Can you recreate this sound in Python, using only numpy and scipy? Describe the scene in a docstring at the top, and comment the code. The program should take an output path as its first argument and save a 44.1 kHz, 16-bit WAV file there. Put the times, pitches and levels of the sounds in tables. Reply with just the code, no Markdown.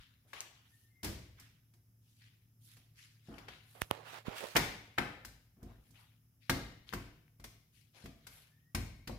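"""In a hard-walled kitchen, soft dough is pulled, folded and slapped onto a stone counter.
Each slap is an air pop, a wet crackle and a ringing thud; sticky hands and cloth are banded noise.
A fridge hums with sines over airy noise, faint squeaks waver, and a cupboard front is bumped.
A finger rubs and taps the hand-held phone near its right microphone for a moment."""
import sys
import numpy as np
from scipy import signal
from scipy.fft import rfft, irfft
from scipy.io import wavfile
from scipy.ndimage import uniform_filter1d

SR = 44100
rng = np.random.default_rng(int(sys.argv[2]) if len(sys.argv) > 2 else 0)


def wrap_up_sound(samples):
    """Save the sound to the file named by the first command line argument, as 16-bit audio."""
    columns = np.atleast_2d(samples).T
    # keep every value between -1 and 1, then stretch to whole-number steps
    tamed = np.clip(columns, -1, 1)
    steps = np.round(tamed * 32767).astype(np.int16)
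    wavfile.write(sys.argv[1], SR, steps)


N = 404838


def amp(db):
    """Turns decibels into gain."""
    return 10 ** (np.asarray(db) / 20)


def evened(x):
    """Scales to rms 1."""
    return x / np.sqrt(np.mean(x ** 2) + 1e-20)


def read(points, hz):
    """Reads between a table's points, on a log-frequency axis."""
    f, value = np.transpose(points)
    return np.interp(np.log(hz + 1), np.log(f + 1), value)


def add(mix, s, sound):
    """Mixes a stereo sound in at time s, in seconds."""
    part = mix[:, round(s * SR):][:, :sound.shape[1]]
    part += sound[:, :part.shape[1]]


def panned(db):
    """Left and right gains for a level difference (plus is left)."""
    return amp(np.array([db / 2, -db / 2]))


def grid(count, size):
    """Frequencies (column) and times (row) of short-time spectra covering count samples."""
    hz = np.fft.rfftfreq(size, 1 / SR)[:, None]
    return hz, np.arange(4 * count // size + 5) * size / 4 / SR


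# How alike the two ears are in sound that comes from all around.
# Each row: frequency in Hz, left-right likeness from 0 to 1.
LIKENESS = [(60, .97), (130, .93), (290, .85), (640, .55), (1400, .05), (15000, 0)]


def noise(gain, count):
    """Diffuse stereo noise shaped by gain (bins x frames); unit gain gives rms 1."""
    bins, frames = gain.shape[-2:]
    a, b, c, d = rng.standard_normal((frames, bins, 4)).T
    same = np.clip(read(LIKENESS, np.linspace(0, SR / 2, bins)), 0, 1)[:, None]
    left = a + 1j * b
    right = same * left + np.sqrt(1 - same ** 2) * (c + 1j * d)
    size = 2 * bins - 2
    spectra = np.array([left, right]) * gain * np.sqrt(3 / size)
    return signal.istft(spectra, nperseg=size, noverlap=3 * size // 4)[1][:, :count]


def shelves(hz, low_hz, low_db, high_hz, high_db):
    """Lifts the bass below one corner and the treble above another, in dB."""
    return low_db / (1 + (hz / low_hz) ** 6) + high_db / (1 + (high_hz / (hz + 1)) ** 6)


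def per_band(db):
    """Shifts a spectrum in dB so that its mean power is 1."""
    return db - 10 * np.log10(np.mean(amp(db) ** 2))


def jerks(t):
    """Uneven strength from one moment to the next, with rare strong peaks."""
    return np.minimum(rng.exponential(1, len(t)), 5) - 1


def patches(hz, t, frames):
    """Random patches of strong and weak sound, smoothed over 4 bins and some frames."""
    rough = rng.standard_normal((len(t), len(hz))).T
    return evened(uniform_filter1d(uniform_filter1d(rough, size=4, axis=0), size=frames, axis=1))


# How long the kitchen keeps sounding.
# Each row: frequency in Hz, time to die by 60 dB in seconds.
ROOM = [(60, 1), (160, 0.41), (420, 0.63), (1100, 0.54), (2900, 0.71), (7700, 0.51), (15000, .4)]


def echo(x, wet_db):
    """The kitchen answers with a fresh diffuse tail, each band dying at its own speed."""
    hz, t = grid(SR, size=256)
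    tail = noise(amp(-60 * t / read(ROOM, hz)), SR)
    tail *= np.clip((np.arange(SR) / SR - 0.003) / 0.0026, 0, 1)  # first walls a few ms away
    return amp(wet_db) * signal.fftconvolve(x[None], tail / np.linalg.norm(tail[0]), axes=1)


COMPRESSOR_HZ, MAINS_HZ = 37.5, 100
MAINS_DB, AIR_DB = -82, -72.5  # rms levels
# The compressor's two main tones, heard unevenly as the phone moves through the room.
# Each row: time in seconds, level in dB of three times the turn rate, level in dB of four times.
HUM = [(0.0, -77, -85), (0.66, -75, -107), (0.999, -68.5, -90.5), (4.059, -67.5, -72.5),
       (5.059, -73, -88.5), (7.92, -71.5, -76), (9.18, -81, -73)]
# Weaker tones of the compressor. Each row: multiple of the turn rate, level in dB.
WEAK_TONES = [(5, -91.5), (6, -91), (7, -89)]
# Colour of the room's air. Each row: frequency in Hz, relative strength in dB per Hz.
AIR = [(15, -38.5), (25, -15.5), (58, -9), (90, -6), (118, -5.5), (538, -33), (1030, -36), (1320, -34.5),
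       (3910, -42.5), (4360, -46), (5130, -31.5), (8600, -41.5), (10700, -31), (15200, -30.5),
       (16500, -40.5)]


def fridge():
    """Multiples of the compressor's turn rate and the mains buzz, over the air of the room."""
    t = np.arange(N) / SR
    s, third_db, fourth_db = np.transpose(HUM)
    tones = [(3, np.interp(t, s, third_db)), (4, np.interp(t, s, fourth_db))] + WEAK_TONES
    hum = sum(amp(db) * np.sin(2 * np.pi * (k * COMPRESSOR_HZ * t + rng.random())) for k, db in tones)
    waver = evened(uniform_filter1d(uniform_filter1d(rng.standard_normal(N), 2500), 2500))
    hum *= amp(2.6 * waver)
    hum += amp(MAINS_DB) * np.sin(2 * np.pi * MAINS_HZ * t)
    hz, frames = grid(N, size=2048)
    air = noise(amp(read(AIR, hz) + 0 * frames), N)
    return np.sqrt(2) * hum + amp(AIR_DB) * evened(air)  # sqrt(2) turns rms into sine height


# Colour of sticky hands and cloth. Each row: frequency in Hz, relative strength in dB per Hz.
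RUSTLE = [(200, 12), (2200, 9.5), (5500, 6.5), (8500, 5), (11000, 13.5), (15500, 2), (16500, -44)]
# Sticky hands and cloth moving. Each row: start in seconds, length in seconds, level in dB before
# the flicker, low edge in Hz, high edge in Hz, left-right difference in dB.
STROKES = [(0, 0.011, -64.5, 1450, 3860, -0.5), (0.254, 0.018, -77, 300, 1030, -2),
           (0.275, 0.044, -72.5, 1500, 8000, 3), (0.34, 0.041, -54.5, 710, 4000, 0),
           (0.5, 0.17, -76, 1420, 3100, -9), (0.63, 0.21, -74.5, 2930, 14900, 1),
           (1.364, 0.065, -66, 1500, 3460, -6.5), (1.996, 0.26, -76.5, 2800, 7500, 0.5),
           (2.199, 0.044, -68, 1850, 3500, -2), (2.6, 0.12, -67.5, 3330, 15000, -2),
           (2.657, 0.091, -71, 1800, 4470, -6), (2.955, 0.089, -63.5, 1750, 6300, -1),
           (3.211, 0.17, -70, 2050, 5700, 4.5), (3.263, 0.15, -61.5, 250, 1420, -3.5),
           (3.47, 0.071, -62.5, 1800, 4040, 2.5), (3.602, 0.27, -67.5, 1000, 15000, -1.5),
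           (5.569, 0.15, -72.5, 405, 1263, 4), (5.651, 0.071, -72.5, 400, 3550, 0),
           (5.78, 0.21, -76.5, 1500, 12060, 4), (5.943, 0.044, -67.5, 792, 3550, 2.5),
           (5.996, 0.0089, -71, 1000, 14000, -2), (6.411, 0.053, -73, 2200, 4500, 7.5),
           (6.874, 0.021, -62.5, 1520, 4460, 2), (7.728, 0.063, -72.5, 2200, 9040, 8),
           (7.939, 0.066, -65, 1510, 6000, 6), (7.941, 0.064, -69.5, 300, 900, 0),
           (8.112, 0.33, -74, 1500, 4100, -1), (8.286, 0.1, -64, 600, 12000, 1)]


def strokes():
    """Each stroke rustles in its own band and dies away with the room; sticky snaps make it flicker."""
    hz, t = grid(N, size=256)
    power = np.zeros((2, len(hz), len(t)))
    lead_s = 0.015  # the swell begins this early
    for s, length_s, level_db, low_hz, high_hz, pan_db in STROKES:
        below_db = 18 * np.log2(np.maximum(low_hz / (hz + 20), 1))  # 18 dB per octave
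        above_db = 13 * np.log2(np.maximum(hz / high_hz, 1))
        colour_db = per_band(read(RUSTLE, hz) - (below_db + above_db))
        on = (t > s - lead_s) & (t < s + length_s + 0.4)
        fade_db = 60 * np.maximum(t[on] - s - length_s, 0) / read(ROOM, hz)
        swell = np.minimum((t[on] - s + lead_s) / (lead_s + 0.4 * length_s), 1) ** 1.5
        shape = amp(level_db + colour_db - fade_db) * swell
        power[:, :, on] += (shape * panned(pan_db)[:, None, None]) ** 2
    snaps_db = 1.6 * jerks(t) + 2.4 * patches(hz, t, frames=16)
    return noise(np.sqrt(power) * amp(snaps_db), N)


def ringing(modes, heft_db):
    """Modes set going by a soft blow; a heavy one reaches the deep modes."""
    t = np.arange(SR) / SR
    ring = np.zeros(SR)
    for hz, db, t60 in modes:
        lean_db = shelves(hz, 110, heft_db, 1, 0) + 1.5 * rng.standard_normal()  # each blow differs
        ring += amp(db + lean_db - 60 * t / t60) * np.sin(2 * np.pi * hz * t)
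    return ring * np.minimum(t / 0.0026, 1)


# Colour of the wet crackle. Each row: frequency in Hz, relative strength in dB per Hz.
SPLAT = [(120, -37.5), (200, -17), (342, -10.5), (426, -8.5), (979, -7.5), (1090, -7.5), (1200, -10),
         (2130, -13), (5870, -14), (15300, -13), (16500, -52.5)]
# Broad rings of the stone slab. Each row: centre in Hz, width in Hz, lift in dB.
KNOCK = [(690, 120, -1.5), (1620, 250, 3), (2130, 570, 6), (5000, 3100, 6)]


def burst(treble_db, corner_hz, length_s=0.0093):
    """Wet surface clapping shut: fast-dying crackle for each ear, and one clean clap for the room."""
    t = np.arange(4096) / SR
    bumpy = amp(0.51 * rng.exponential(1, (3, 256)).repeat(16, axis=1))
    grains = rng.standard_normal((3, 4096)) * bumpy
    grains *= np.exp(-t / length_s) * np.minimum(t / 0.0036, 1)
    grains[2] = np.arange(4096) == 88  # a single click makes the clean clap
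    hz = np.fft.rfftfreq(8192, 1 / SR)
    rings_db = sum(db / (1 + ((hz - f) / (width / 2)) ** 2) for f, width, db in KNOCK)
    colour = amp(read(SPLAT, hz) + rings_db + shelves(hz, 1, 0, corner_hz, treble_db))
    smack = irfft(rfft(grains, 8192) * colour)[:, :4096]
    smack *= np.sqrt(length_s * SR) / 2 / np.linalg.norm(smack, axis=1)[:, None]  # equal energy
    return smack[:2], smack[2]


def cycles(hz, turns):
    """A few cycles that swell at once and fade: trapped air popping out, or a stiff case clicking."""
    u = np.arange(4096) * hz / SR
    fade = np.exp(-np.maximum(u - 0.9, 0) / turns)
    return np.sin(2 * np.pi * u) * np.minimum(u / 0.88, 1) ** 2 * fade


FIRM_DB, ECHO_DB, ECHO_PER_DB = -31.5, -3, -0.0558  # firm smack, its echo, echo change per dB of smack
PUSH_HZ, PUSH_DB = 171, 5  # the dough's dead push on the slab, against the ring
# The slab and the cupboards under it.
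# Each row: frequency in Hz, relative level in dB, time to die by 60 dB in seconds.
COUNTER = [(52, -6, 0.47), (68.6, -12.5, 0.097), (84.6, -6, 0.34), (109.4, -8, 0.61), (132.5, -9.5, 0.31),
           (160, -1.5, 0.053), (213, -4.5, 0.18), (266.4, -2, 0.24), (352.5, -9, 0.27), (464, -7.5, 0.072),
           (683, -18, 0.46), (723, -21, 0.36)]
# Dough and hands hitting stone. Each row: start in seconds, smack level in dB, air pop in dB against
# the smack, air pop in Hz, treble lift in dB, thud level in dB, heft (deep lift) in dB,
# left-right difference in dB.
SLAPS = [(0.331, -34.5, -2.5, 1730, -10.5, -78, 15, 3.5), (0.405, -37, 18, 6500, 7, -90, 0, 1.5),
         (1.396, -44.5, -13, 1670, 11, -68, 4.5, 2.5), (1.736, -58, -19, 905, 3, -71.5, -2, -2),
         (2.767, -51, -5, 2140, -1, -70, 0, -2), (3.285, -54, -5, 714, -18, -46.5, -2.5, -6),
         (3.381, -48.5, 0, 2170, -7, -63, -10, 17), (3.482, -35, -3, 2040, -16, -59, 7, -0.5),
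         (4.551, -29.5, -8, 958, -12, -34, -27, -16), (4.557, -14, -2, 1693, -43, -45.5, -17.5, -3.5),
         (4.563, -10.5, -6, 1670, -5, -35.5, 1, 1), (4.978, -38.5, 12, 1610, -2, -46, -5, -4),
         (4.981, -15.5, -3, 1486, -18, -36.5, -5.5, 0.5), (5.248, -35.5, 0, 1560, 3.5, -60.5, 12, 1.5),
         (5.568, -69.5, -1, 1130, -14.5, -62.5, -0.5, -0.5), (5.628, -53.5, -7.5, 807, 7, -48, 4.5, -11),
         (5.905, -61, -10, 950, 18, -68.5, 5.5, -16), (6.495, -15.5, 0, 1654, -6.5, -31, 1.5, 0),
         (6.89, -60.5, 24.5, 3580, 17, -68.5, -6.5, 12.5), (6.925, -50.5, -6, 1180, -11, -50.5, -2, 37),
         (6.934, -28, 4, 1324, -7, -39.5, 0.5, -1), (7.279, -73.5, 16, 2040, 0, -80, 2, 1.5),
         (7.397, -49.5, -11, 786, -5, -59.5, 8, 2), (7.44, -35.5, -11.5, 914, 1.5, -58.5, 1.5, 1),
         (8.04, -53, -13, 729, 4, -47.5, -1, -14), (8.056, -39.5, -11, 2004, -7.5, -57, -11, 0),
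         (8.267, -38, -9, 1520, 2.5, -67, 10, 3), (8.747, -22.5, -10.5, 1190, -3.5, -37, 8.5, 1.5),
         (9.073, -32.5, -10, 2600, -5, -45.5, 5, 0.5), (9.093, -34, -6.5, 550, -29, -42.5, 2, 4)]


def slaps():
    """Pop, crackle and counter thud for each blow, with the room behind."""
    out = np.zeros((2, N))
    for s, smack_db, pop_db, pop_hz, treble_db, thud_db, heft_db, pan_db in SLAPS:
        sides = panned(pan_db)[:, None]
        pop = amp(pop_db) * np.roll(cycles(pop_hz, turns=0.99), shift=50)
        crackle, clap = burst(treble_db, 2.43 * pop_hz)  # treble corner follows the pop's pitch
        both_pops = np.array([np.roll(pop, shift=3), pop])  # the counter is nearer the right port
        add(out, s, amp(smack_db) * (both_pops + 0.5 * crackle) * sides)
        thrown = 0.35 * pop + 0.35 * clap + 0.24 * crackle[0]  # crackle's chance colour stays in the tail
        wet_db = ECHO_DB + ECHO_PER_DB * (smack_db - FIRM_DB)  # softer blows get more room
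        add(out, s, echo(amp(smack_db) * thrown, wet_db) * sides)
        thud = amp(thud_db) * ringing(COUNTER, heft_db)
        thud[:4096] += amp(thud_db + PUSH_DB) * cycles(PUSH_HZ, turns=0.43)
        add(out, s, np.array([thud, thud]) + echo(thud[:SR // 50], 0.48)[:, :SR])
    return out


# Faint squeaks. Each row: start in seconds, length in seconds, first pitch in Hz, last pitch in Hz,
# level in dB before the flicker.
SQUEAKS = [(.71, 0.078, 1830, 1812, -73.5), (.8, .11, 1810, 1800, -84), (0.878, 0.28, 2095, 2080, -77.5),
           (8.5, 0.1, 1714, 1860, -81.5), (8.601, .12, 1850, 1910, -84.5), (8.992, 0.073, 2100, 2360, -73)]


def squeaks():
    """Thin wavering tones that flicker, far off in the room."""
    out = np.zeros((2, N))
    for s, length_s, start_hz, end_hz, db in SQUEAKS:
        t = np.arange(0, length_s, 1 / SR)
        waver = evened(uniform_filter1d(rng.standard_normal(len(t)), size=200))
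        flicker = evened(uniform_filter1d(rng.standard_normal(len(t)), size=900))
        hz = start_hz + (end_hz - start_hz) * t / length_s + 28.0 * waver
        tone = amp(db + 3.9 * flicker) * np.sin(2 * np.pi * np.cumsum(hz) / SR)
        tone *= signal.windows.tukey(len(t), 0.3)  # soft ends
        add(out, s, tone * np.ones((2, 1)))
        add(out, s, echo(tone, -2.5))
    return out


# The hollow panel's tones.
# Each row: frequency in Hz, relative level in dB, time to die by 60 dB in seconds.
CUPBOARD = [(67, -3.5, 0.42), (93.5, 2.5, 0.3), (186, -0.5, 0.27), (307.5, -3.5, 0.22), (400, -2.5, 0.1),
            (491, -6, 0.061), (626, -8, 0.1)]
# A cupboard front is bumped. Each row: start in seconds, rattle level in dB, boom level in dB.
BUMPS = [(1.03, -37.5, -44), (1.043, -33, -45)]


def cupboard():
    """A hollow panel booms and its fittings rattle."""
    out = np.zeros((2, N))
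    for s, rattle_db, boom_db in BUMPS:
        rattle, clap = burst(treble_db=0.36, corner_hz=6100)
        boom = amp(boom_db) * ringing(CUPBOARD, heft_db=-0.5)
        add(out, s, amp(rattle_db) * rattle)
        add(out, s, echo(amp(rattle_db) * clap, 0.28))
        add(out, s, np.array([boom, boom]) + echo(boom[:SR // 60], 6.5)[:, :SR])
    return out


HISS_DB, HISS_PER_DB = -15.5, 0.54  # the hiss follows the scratch
# Finger strokes on the phone's case. Each row: start in seconds, swell in seconds, hold in seconds,
# fade (20 dB down) in seconds, level in dB before treble and jerks, scratch (treble lift) in dB.
RUB = [(3.748, 0.0032, 0.0084, 0.21, -50.5, -4.5), (3.811, 0.0065, 0.005, 0.033, -56, 15.5),
       (3.902, 0.0071, 0.042, 0.23, -42.5, -3), (4.029, 0.057, 0.093, 0.064, -48.5, 5),
       (4.245, 0.024, 0.085, 0.1, -40.5, -2), (4.345, .03, 0.01, 0.34, -49.5, 11.5),
       (4.39, 0.039, 0.012, 0.08, -33, -11.5)]
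# How the rub leans to one side. Each row: frequency in Hz, left-right difference in dB.
RUB_SIDE = [(60, 1.5), (150, -12), (380, -20), (950, -26.5), (2380, -11), (5980, 0), (15000, -10.5)]
# Finger taps on the case. Each row: start in seconds, click level in dB, left pitch in Hz, right pitch
# in Hz, left-right difference in dB, tick in dB against the click, push level in dB, push pitch in Hz.
TAPS = [(3.8184, -15.5, 1730, 1540, -14, -8, -34.5, 81), (3.9113, -13, 3050, 730, -9.5, -11, -36, 81),
        (4.282, -38, 600, 392, -26, -20, -31.5, 212)]


def finger():
    """Rubbing and taps reach the microphones through the case: dry, and mostly on the right."""
    hz, t = grid(N, size=256)
    slips_db = 2.0 * jerks(t) + 1.6 * patches(hz, t, frames=20)  # stick-slip jerks, patchy scrape
    treble_loss_db = 3.0 * np.log2(np.maximum(hz, 300) / 300)
    bass_loss_db = 31.0 * np.log2(np.maximum(450 / (hz + 20), 1))
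    slope_db = per_band(-treble_loss_db - bass_loss_db)
    power = 1e-20
    for s, swell_s, hold_s, fade_s, level_db, scratch_db in RUB:
        hiss_db = HISS_DB + HISS_PER_DB * scratch_db
        fade_db = 20 * np.maximum(t - s - swell_s - hold_s, 0) / fade_s
        stroke = np.clip((t - s) / swell_s, 0, 1) * amp(-fade_db)
        lift_db = shelves(hz, 1, 0, 1000, scratch_db) + shelves(hz, 1, 0, 4300, hiss_db)
        power = power + (stroke * amp(level_db + slope_db + lift_db)) ** 2
    rub_db = 10 * np.log10(power)
    side_db = read(RUB_SIDE, hz)
    both_db = np.array([rub_db + np.minimum(side_db, 0), rub_db - np.maximum(side_db, 0)])
    out = noise(amp(both_db + slips_db), N)
    for s, click_db, left_hz, right_hz, pan_db, tick_db, push_db, push_hz in TAPS:
        tick = amp(tick_db) * (cycles(11000, turns=2.1) + 0.73 * cycles(3800, turns=0.67))
        click = np.array([cycles(left_hz, turns=1.2), cycles(right_hz, turns=0.13)]) + tick
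        u = np.arange(4096) * push_hz / SR
        push = np.sin(2 * np.pi * u) * np.exp(-u / 0.51)  # the case gives under the finger
        add(out, s, (amp(click_db) * click + amp(push_db) * push) * panned(pan_db)[:, None])
    return out


def scene():
    """All sources at the two microphones."""
    return fridge() + strokes() + slaps() + squeaks() + cupboard() + finger()


BASS_HZ, EDGE_HZ = 36, 16100  # deep bass is lost below one, treble above the other
# The two microphone ports. Each row: frequency in Hz, left-right difference in dB.
PORTS = [(300, 1), (700, 1), (1400, 2.5), (3100, 7), (6800, -2), (15000, -1.5)]


def record(dry):
    """The two ports colour the sound differently; deep bass is lost, then the band limit."""
    ratio = np.fft.rfftfreq(N, 1 / SR) / BASS_HZ
    bass_cut = ((1j * ratio) ** 2 / (1 + 1.3j * ratio - ratio ** 2)) ** 2
    port_gains = panned(read(PORTS, ratio * BASS_HZ))
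    ported = irfft(rfft(dry) * port_gains * bass_cut, N)
    band_limit = signal.firwin(127, EDGE_HZ, window=("kaiser", 9), fs=SR)
    return signal.oaconvolve(ported, band_limit[None], "same")


dry = scene()
out = record(dry)
wrap_up_sound(out)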